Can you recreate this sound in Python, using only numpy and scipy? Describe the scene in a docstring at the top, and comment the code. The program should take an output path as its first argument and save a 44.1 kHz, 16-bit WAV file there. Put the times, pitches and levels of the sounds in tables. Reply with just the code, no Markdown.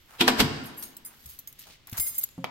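"""A door lock at arm's length from a stereo microphone, worked three times on a hard-walled landing.
The bolt slides and hits its stop, and each clack rings through the door and echoes off the walls.
A bunch of keys then clinks in the hand and jangles right by the microphone, key striking key,
with soft bumps and rubs of handling. At the end the door knocks in its frame and the latch clicks."""
import sys
import numpy as np
from scipy import signal
from scipy.fft import rfft, irfft
from scipy.io import wavfile

SR = 44100
rng = np.random.default_rng(int(sys.argv[2]) if len(sys.argv) > 2 else 0)


def materialize(psi):
    """Save the field psi as 16-bit PCM at rate SR to the path in sys.argv[1].

    A 1-D psi becomes a single channel; in a 2-D psi each row is a channel.
    """
    bounded = np.clip(np.atleast_2d(psi).T, -1, 1)
    quanta = np.round(bounded * 32767).astype(np.int16)
    wavfile.write(sys.argv[1], SR, quanta)


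N = 110250
T = np.arange(N) / SR
FREQS = np.arange(N + 1) * SR / (2 * N)

# Still air on the landing. Each row: frequency in Hz, level in dB.
AIR_SPECTRUM = [(25, -41.5), (120, -44), (300, -51.5), (700, -60), (1600, -57.5), (3200, -54.5),
                (6000, -63.5), (10000, -74), (16000, -71.5)]
# Hand and sleeve, close up. Each row: middle in seconds, level in dB, half length in seconds, centre in Hz.
RUBS = [(0.142, -39.5, 0.034, 1070), (1.113, -47, 0.046, 1130), (1.627, -45.5, 0.032, 3400),
        (1.68, -40, 0.016, 755), (1.724, -44, 0.025, 2940), (1.885, -41.5, 0.0084, 1390),
        (1.966, -34, 0.024, 1340), (2.064, -48, 0.051, 1370)]

# Blows of the bolt. Each row: impact in seconds, level in dB, rise and slide before the stop in seconds,
# then slide, bass, body, snap, treble and door ring in dB, and the door's favoured pitch in Hz.
CLACKS = [(.211, -11.5, 0.0055, .007, -9, -12, -0.5, 3.5, 0.5, 1.5, 350),
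          (0.279, -11.5, 0.00084, .005, -10, -13, 7, -3, 3, -1, 257),
          (0.287, -22.5, 0.0011, .002, 5, -11, 2, -1, -4, -11.5, 300),
          (0.4035, -7.5, 0.0079, .013, -11, -0.5, -3, -1, .5, -0.5, 155)]
# Tone of the lock case. Each row: frequency in Hz, gain in dB.
CASE_SPECTRUM = [(40, -0.5), (140, 4.5), (300, 5), (560, 1), (1000, 1.5), (2000, 0), (3300, 3), (5000, -3),
                 (6500, -12), (8800, -9.5), (10200, -24), (12000, -8.5), (16000, -30.5)]
# Modes of the door leaf. Each row: pitch in Hz, level in dB, T60 in seconds.
DOOR_MODES = [(96.5, -34, .5), (150, -38.5, 0.8), (221, -42, 1.8), (254.7, -30, 0.37), (272.5, -37.5, 0.97),
              (304.7, -33, .25), (344.4, -30.5, 0.33), (440.3, -36, .3), (708.6, -34.5, 0.36),
              (971, -25.5, 0.13), (1413, -33.5, 0.28), (3268, -19.5, 0.063)]
# The leaf rebounding. Each row: start in seconds, level in dB, pitch in Hz, T60 in seconds.
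REBOUNDS = [(.4215, -9, 238, 0.031), (.445, -17.5, 138.6, 0.075)]

# Key striking key. Each row: time in seconds, click and ring in dB, ring T60 and rattle length in seconds.
CLINKS = [(0.639, -38, -50.5, 0.12, 0.0091), (0.657, -31, -41, 0.19, 0.016), (.775, -45, -37.5, 0.4, 0.02),
          (.826, -14.5, -33.5, 0.2, 0.0054), (0.838, -19, -49, 0.16, 0.0074),
          (0.9674, -22.5, -40, .04, 0.0026), (1.05, -45, -33.5, .16, 0.015),
          (1.259, -24, -44.5, 0.15, .004), (1.294, -27.5, -41, 0.14, .017),
          (1.333, -37, -49, 0.086, 0.0072), (1.389, -23.5, -39.5, 0.041, 0.0038),
          (1.4743, -26, -37.5, .15, 0.0044), (1.527, -30.5, -55, .07, 0.0021),
          (1.593, -28.5, -41.5, 0.15, 0.022), (1.8718, -25.5, -56, 0.035, 0.0031),
          (1.897, -23.5, -53, 0.044, 0.0025), (1.915, -30, -46.5, 0.058, 0.0054),
          (1.9287, -17, -47, .05, 0.0036), (1.971, -21, -33, 0.12, 0.0049), (1.98, -10, -26.5, 0.17, 0.015),
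          (1.998, -11.5, -21, 0.42, .007), (2.068, -22.5, -25, 0.19, 0.011),
          (2.093, -29, -36, 0.19, 0.0064), (2.144, -35, -33.5, 0.25, 0.012), (2.182, -29, -22, 0.05, 0.012),
          (2.212, -23.5, -33.5, 0.13, 0.012), (2.2335, -16, -38.5, 0.069, 0.0041),
          (2.2378, -18, -27, 0.031, 0.0047), (2.289, -29, -64, 0.044, .002)]
# Modes of the keys. Each row: pitch in Hz, gain in dB, factor on the ring time.
KEY_MODES = [(2120, -22.5, 0.73), (5020, -21, 0.94), (6430, -24.5, 0.91), (6514, -20, 1.4),
             (7590, -15.5, 0.72), (8910, -10.5, 0.95), (9210, -22, 1.6), (10940, -7.5, 0.72),
             (11650, -2, 0.7), (11650, -10.5, 0.61), (13700, -10, 0.73), (14000, -7, 0.82),
             (15338, -7, 0.78)]
# Tone of a key's click. Each row: frequency in Hz, gain in dB.
CLICK_SPECTRUM = [(300, -16), (2000, -15.5), (4000, -8), (5600, -10), (7500, -11.5), (9000, -15),
                  (10100, -20), (11300, -3), (12500, -0.5), (14500, -18), (16000, -2)]
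# The swing of the bunch, which keeps the keys chafing. Each row: time in seconds, level in dB.
CHAFE_LEVELS = [(.6, -56), (.67, -65), (.85, -39), (1.01, -63.5), (1.1, -52.5), (1.33, -41.5), (1.45, -59),
                (1.69, -56), (1.83, -78), (1.96, -41.5), (2.2, -37.5), (2.3, -75.5), (2.38, -84)]
# The hand bumping the microphone. Each row: start in seconds, level in dB, pitch in Hz, T60 in seconds.
BUMPS = [(1.256, -44, 71.4, 0.23), (1.926, -22, 114, 0.046), (1.991, -29.5, 61.4, 0.078)]

# The door against its frame. Each row: pitch in Hz, level in dB, T60 in seconds.
KNOCK_MODES = [(130, -41, 0.83), (177.4, -29.5, 0.13), (266, -30, 0.13), (533, -50, 0.53)]
# Tone of the latch's snap. Each row: frequency in Hz, gain in dB.
LATCH_SPECTRUM = [(60, -18), (250, 2.5), (700, 3), (1500, -6), (2600, -3.5), (3500, -3), (5500, -16.5),
                  (9500, -31), (12000, -19), (16000, -31)]
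# The latch ringing in the wood. Each row: pitch in Hz, level in dB, T60 in seconds.
LATCH_MODES = [(970, -29.5, 0.026), (1234, -34.5, .05), (2297, -38, 0.097), (3290, -45.5, 0.14)]
# Echo of the landing. Each row: frequency in Hz, T60 in seconds, level in dB.
LANDING_ECHO = [(80, 0.56, -8.5), (242, 1.04, -6.5), (594, 1.12, -10), (1480, 1.13, -8.5),
                (3900, 0.98, -16), (7540, 0.94, -9), (11000, 0.57, -30.5), (15900, .3, -37.5)]

DOOR_LAG_S, HAND_LAG_S = 0.00008, -0.000068  # how much later the left channel hears each source
LEAD_IN = 0.35  # share of a clink's rattle length that comes before its main contact


def amp(db):
    """Decibels to gain."""
    return 10 ** (np.asarray(db) / 20)


def fade(t60):
    """Exponential decay, 60 dB down after t60 seconds."""
    return np.exp(-np.log(1000) * T / max(t60, 1e-3))


def along(table, hz, column=1):
    """Read a table on a log-frequency axis."""
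    rows = np.array(table, float)
    return np.interp(np.log(hz + 1), np.log(rows[:, 0]), rows[:, column])


def hump(hz):
    """Bell over frequency, about an octave wide each way."""
    return np.exp(-np.log2((FREQS + 1) / hz) ** 2 / 2)


def colour(x, db):
    """Minimum-phase filter with the given gain at each frequency."""
    cepstrum = irfft(db * np.log(10) / 20)
    cepstrum[1:N] *= 2
    cepstrum[N + 1:] = 0
    return irfft(rfft(x, 2 * N) * np.exp(rfft(cepstrum)))[..., :N]


def add(out, x, start):
    """Mix a sound in at start seconds."""
    i = int(np.clip(start * SR, 0, N - 1))
    n = min(N - i, x.shape[-1])
    out[:, i:i + n] += x[..., :n]


def stereo_noise(lag_s, alike_hz=1210):
    """Noise at the microphone: the channels are mostly alike in the bass and differ above alike_hz."""
    common, left, right = rfft(rng.standard_normal((3, N)), 2 * N)
    own_share = 0.26 + 0.69 * FREQS / (FREQS + alike_hz)
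    delay = np.exp(-2j * np.pi * FREQS * lag_s)
    shared = np.sqrt(1 - own_share) * np.array([common * delay, common])
    return irfft(shared + np.sqrt(own_share) * np.array([left, right]))[:, :N]


def grit(spread_db, size):
    """Uneven strength of tiny contacts, each size samples long; rms 1."""
    strength = np.repeat(amp(spread_db * rng.standard_normal(N // size + 1)), size)[:N]
    return strength / np.sqrt(np.mean(strength ** 2))


def ring(modes):
    """Damped modes after a blow."""
    return sum(amp(db) * fade(t60) * np.sin(2 * np.pi * hz * T) for hz, db, t60 in modes)


def still_air():
    """Faint, steady room tone, strongest in the bass."""
    return colour(stereo_noise(lag_s=0), along(AIR_SPECTRUM, FREQS))


def sleeve_rubs():
    """Hand and sleeve rub by the microphone in brief swells of friction noise."""
    out = np.zeros((2, N))
    friction = stereo_noise(HAND_LAG_S) * grit(spread_db=3.5, size=90)
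    for at, db, half_s, hz in RUBS:
        swell = np.exp(-((T - at) / half_s) ** 2 / 2)
        out += colour(friction * swell, db + 16 * (hump(hz) - 1))
    return out


def lock(rattle_db=-11.5, focus_db=8.5):
    """The bolt scrapes to its stop, rattles the case and rings the door, which rebounds in its frame."""
    out = np.zeros((2, N))
    noise = stereo_noise(DOOR_LAG_S) * grit(spread_db=1, size=24)
    case_decay = fade(0.057) + amp(rattle_db) * fade(0.23)
    for at, db, rise, slide, slide_db, bass_db, body_db, snap_db, treble_db, door_db, door_hz in CLACKS:
        ahead = abs(T - at)
        approach = np.hypot(np.exp(-ahead / rise), amp(slide_db) * np.exp(-ahead / slide))
        force = (T < at) * approach * np.ones((2, 1))
        add(force, case_decay, at)
        tone = along(CASE_SPECTRUM, FREQS) + bass_db * hump(90) + body_db * hump(900)
        tone += snap_db * hump(3100) ** 8 + treble_db * hump(11000)
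        out += colour(noise * force, tone + db)
        leaf = []
        for hz, mode_db, t60 in DOOR_MODES:
            favour_db = focus_db * np.exp(-4 * np.log2(hz / door_hz) ** 2)
            leaf.append((hz, mode_db + door_db + favour_db + (bass_db if hz < 200 else 0), t60))
        add(out, ring(leaf) * (1 - fade(0.015)), at)
    for at, db, hz, t60 in REBOUNDS:
        add(out, ring([(hz, db, t60)]) * (1 - fade(0.0095)), at)
    return out


def key_contacts(length_s, size, count=14, bounce_db=-5, scatter_db=4):
    """One main contact in a flurry of lighter bounces."""
    out, span = np.zeros(size), length_s * SR
    bounces = amp(bounce_db + scatter_db * rng.standard_normal(count))
    out[(rng.beta(2, 3, count) * 2 * span).astype(int)] = bounces
    out[int(LEAD_IN * span)] = 2
    return out / np.linalg.norm(out)


def key_ring(contacts, hz, db, t60, chatter_hz=8, scatter_db=3.5):
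    """Modes struck anew by every contact and blurred by chatter."""
    t = T[:len(contacts)]
    phase_steps = rng.standard_normal((len(hz), len(t))) * np.sqrt(2 * np.pi * chatter_hz / SR)
    turn = np.exp(1j * (2 * np.pi * hz[:, None] * t + np.cumsum(phase_steps, axis=1)))
    decay = np.exp(-np.minimum(np.log(1000) * t / t60[:, None], 60))
    modes = np.cumsum(contacts * turn.conj() / decay, axis=1) * turn * decay
    modes *= (np.linalg.norm(decay, axis=1) / np.linalg.norm(modes, axis=1))[:, None]  # one blow's energy
    # Each mode reaches left and right with its own strength and phase.
    strength = amp(db + scatter_db * rng.standard_normal((2, len(hz))))
    phase = np.exp(2j * np.pi * rng.random((2, len(hz))))
    return ((strength * phase) @ modes).imag


def keys(neighbours=10, size=13000, grip_s=2.243, grip_t60_s=0.039, grip_db=-21.5):
    """Keys collide and chafe; a free key rings on, a pinched one rings briefly and off pitch."""
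    clicks, rings = np.zeros((2, N)), np.zeros((2, N))
    hz, mode_db, ring_factor = np.array(KEY_MODES).T
    click_decay = (fade(0.0054) + amp(-23) * fade(0.23))[:size]
    clatter_t60 = np.full(neighbours, 0.05)
    for at, click_db, ring_db, t60, length_s in CLINKS:
        contacts, start = key_contacts(length_s, size), at - LEAD_IN * length_s
        click = rng.standard_normal((2, size)) * click_decay
        add(clicks, amp(click_db) * signal.fftconvolve(click, contacts[None]), start)
        detune = 0.03 * np.exp(-t60 / 0.07) * rng.standard_normal(len(hz))
        add(rings, key_ring(contacts, hz * (1 + detune), ring_db + mode_db, t60 * ring_factor), start)
        # The longer a key rings free, the less its neighbours clatter.
        clatter_hz = rng.uniform(6000, 15800, neighbours)
        clatter_db = ring_db + 6 - 68 * t60 + along(CLICK_SPECTRUM, clatter_hz)
        add(rings, key_ring(contacts[:size // 3], clatter_hz, clatter_db, clatter_t60), start)
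    # The fingers close on the bunch and damp it.
    grip = amp(np.maximum(-60 * np.maximum(T - grip_s, 0) / grip_t60_s, grip_db))
    swing = amp(np.interp(T, *np.array(CHAFE_LEVELS).T))
    chafe = swing * grit(spread_db=3, size=60) * rng.standard_normal((2, N))
    return rings * grip + colour(clicks + chafe, along(CLICK_SPECTRUM, FREQS))


def hand_bumps():
    """The hand bumps the microphone: two dull modes with a soft onset."""
    out = np.zeros((2, N))
    for at, db, hz, t60 in BUMPS:
        bump = ring([(hz, db, t60), (hz * 1.74, db - 0.5, t60 / 2)])
        add(out, bump * (1 - fade(0.026)), at)
    return out


def door_and_latch(knock_s=2.379, brush_db=-30, brush_hz=636, latch_s=2.4425, latch_db=-14.5):
    """The door brushes and knocks softly against its frame, then the latch snaps and rings in the wood."""
    out, noise = np.zeros((2, N)), stereo_noise(DOOR_LAG_S)
    knock = ring(KNOCK_MODES) * (1 - fade(0.02))
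    brush = colour(noise * fade(0.087), brush_db + 30 * (hump(brush_hz) - 1))
    add(out, knock + brush, knock_s)
    snap_decay = fade(0.021) + amp(-12.5) * fade(0.12)
    snap = colour(noise * snap_decay, latch_db + along(LATCH_SPECTRUM, FREQS))
    add(out, snap + ring(LATCH_MODES), latch_s)
    return out


def landing_echo(x, build_s=0.01414):
    """Dense echo of hard walls, shorter and wider in the treble."""
    noise, response = rfft(rng.standard_normal((2, N)), 2 * N), np.zeros((2, N))
    centres = np.geomspace(60, 16000, num=12)
    for hz, pick in zip(centres, np.eye(len(centres))):
        band_power = np.interp(np.log(FREQS + 1), np.log(centres), pick)
        band = irfft(noise * np.sqrt(band_power))[:, :N]
        alike = 1 / (1 + (hz / 550) ** 2)
        mid, side = band[0] * np.sqrt((1 + alike) / 2), band[1] * np.sqrt((1 - alike) / 2)
        tail = fade(along(LANDING_ECHO, hz)) * (1 - fade(build_s))
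        tail *= amp(along(LANDING_ECHO, hz, column=2)) / np.linalg.norm(tail)
        response += np.array([mid + side, mid - side]) * tail
    return signal.fftconvolve(x, response, axes=1)[:, :N]


def scene():
    """Lock and latch at arm's length; the keys close to the microphone, with less of the landing on them."""
    bolt = lock()
    close_up = keys() + sleeve_rubs() + hand_bumps()
    door = door_and_latch()
    echo = landing_echo(bolt + amp(-6) * close_up + amp(0.5) * door)
    return bolt + close_up + door + echo + still_air()


def record(dry):
    """The recorder cuts the top steeply above 15850 Hz."""
    return signal.sosfilt(signal.ellip(10, .2, 80, 15850, fs=SR, output="sos"), dry)


dry = scene()
out = record(dry)
materialize(out)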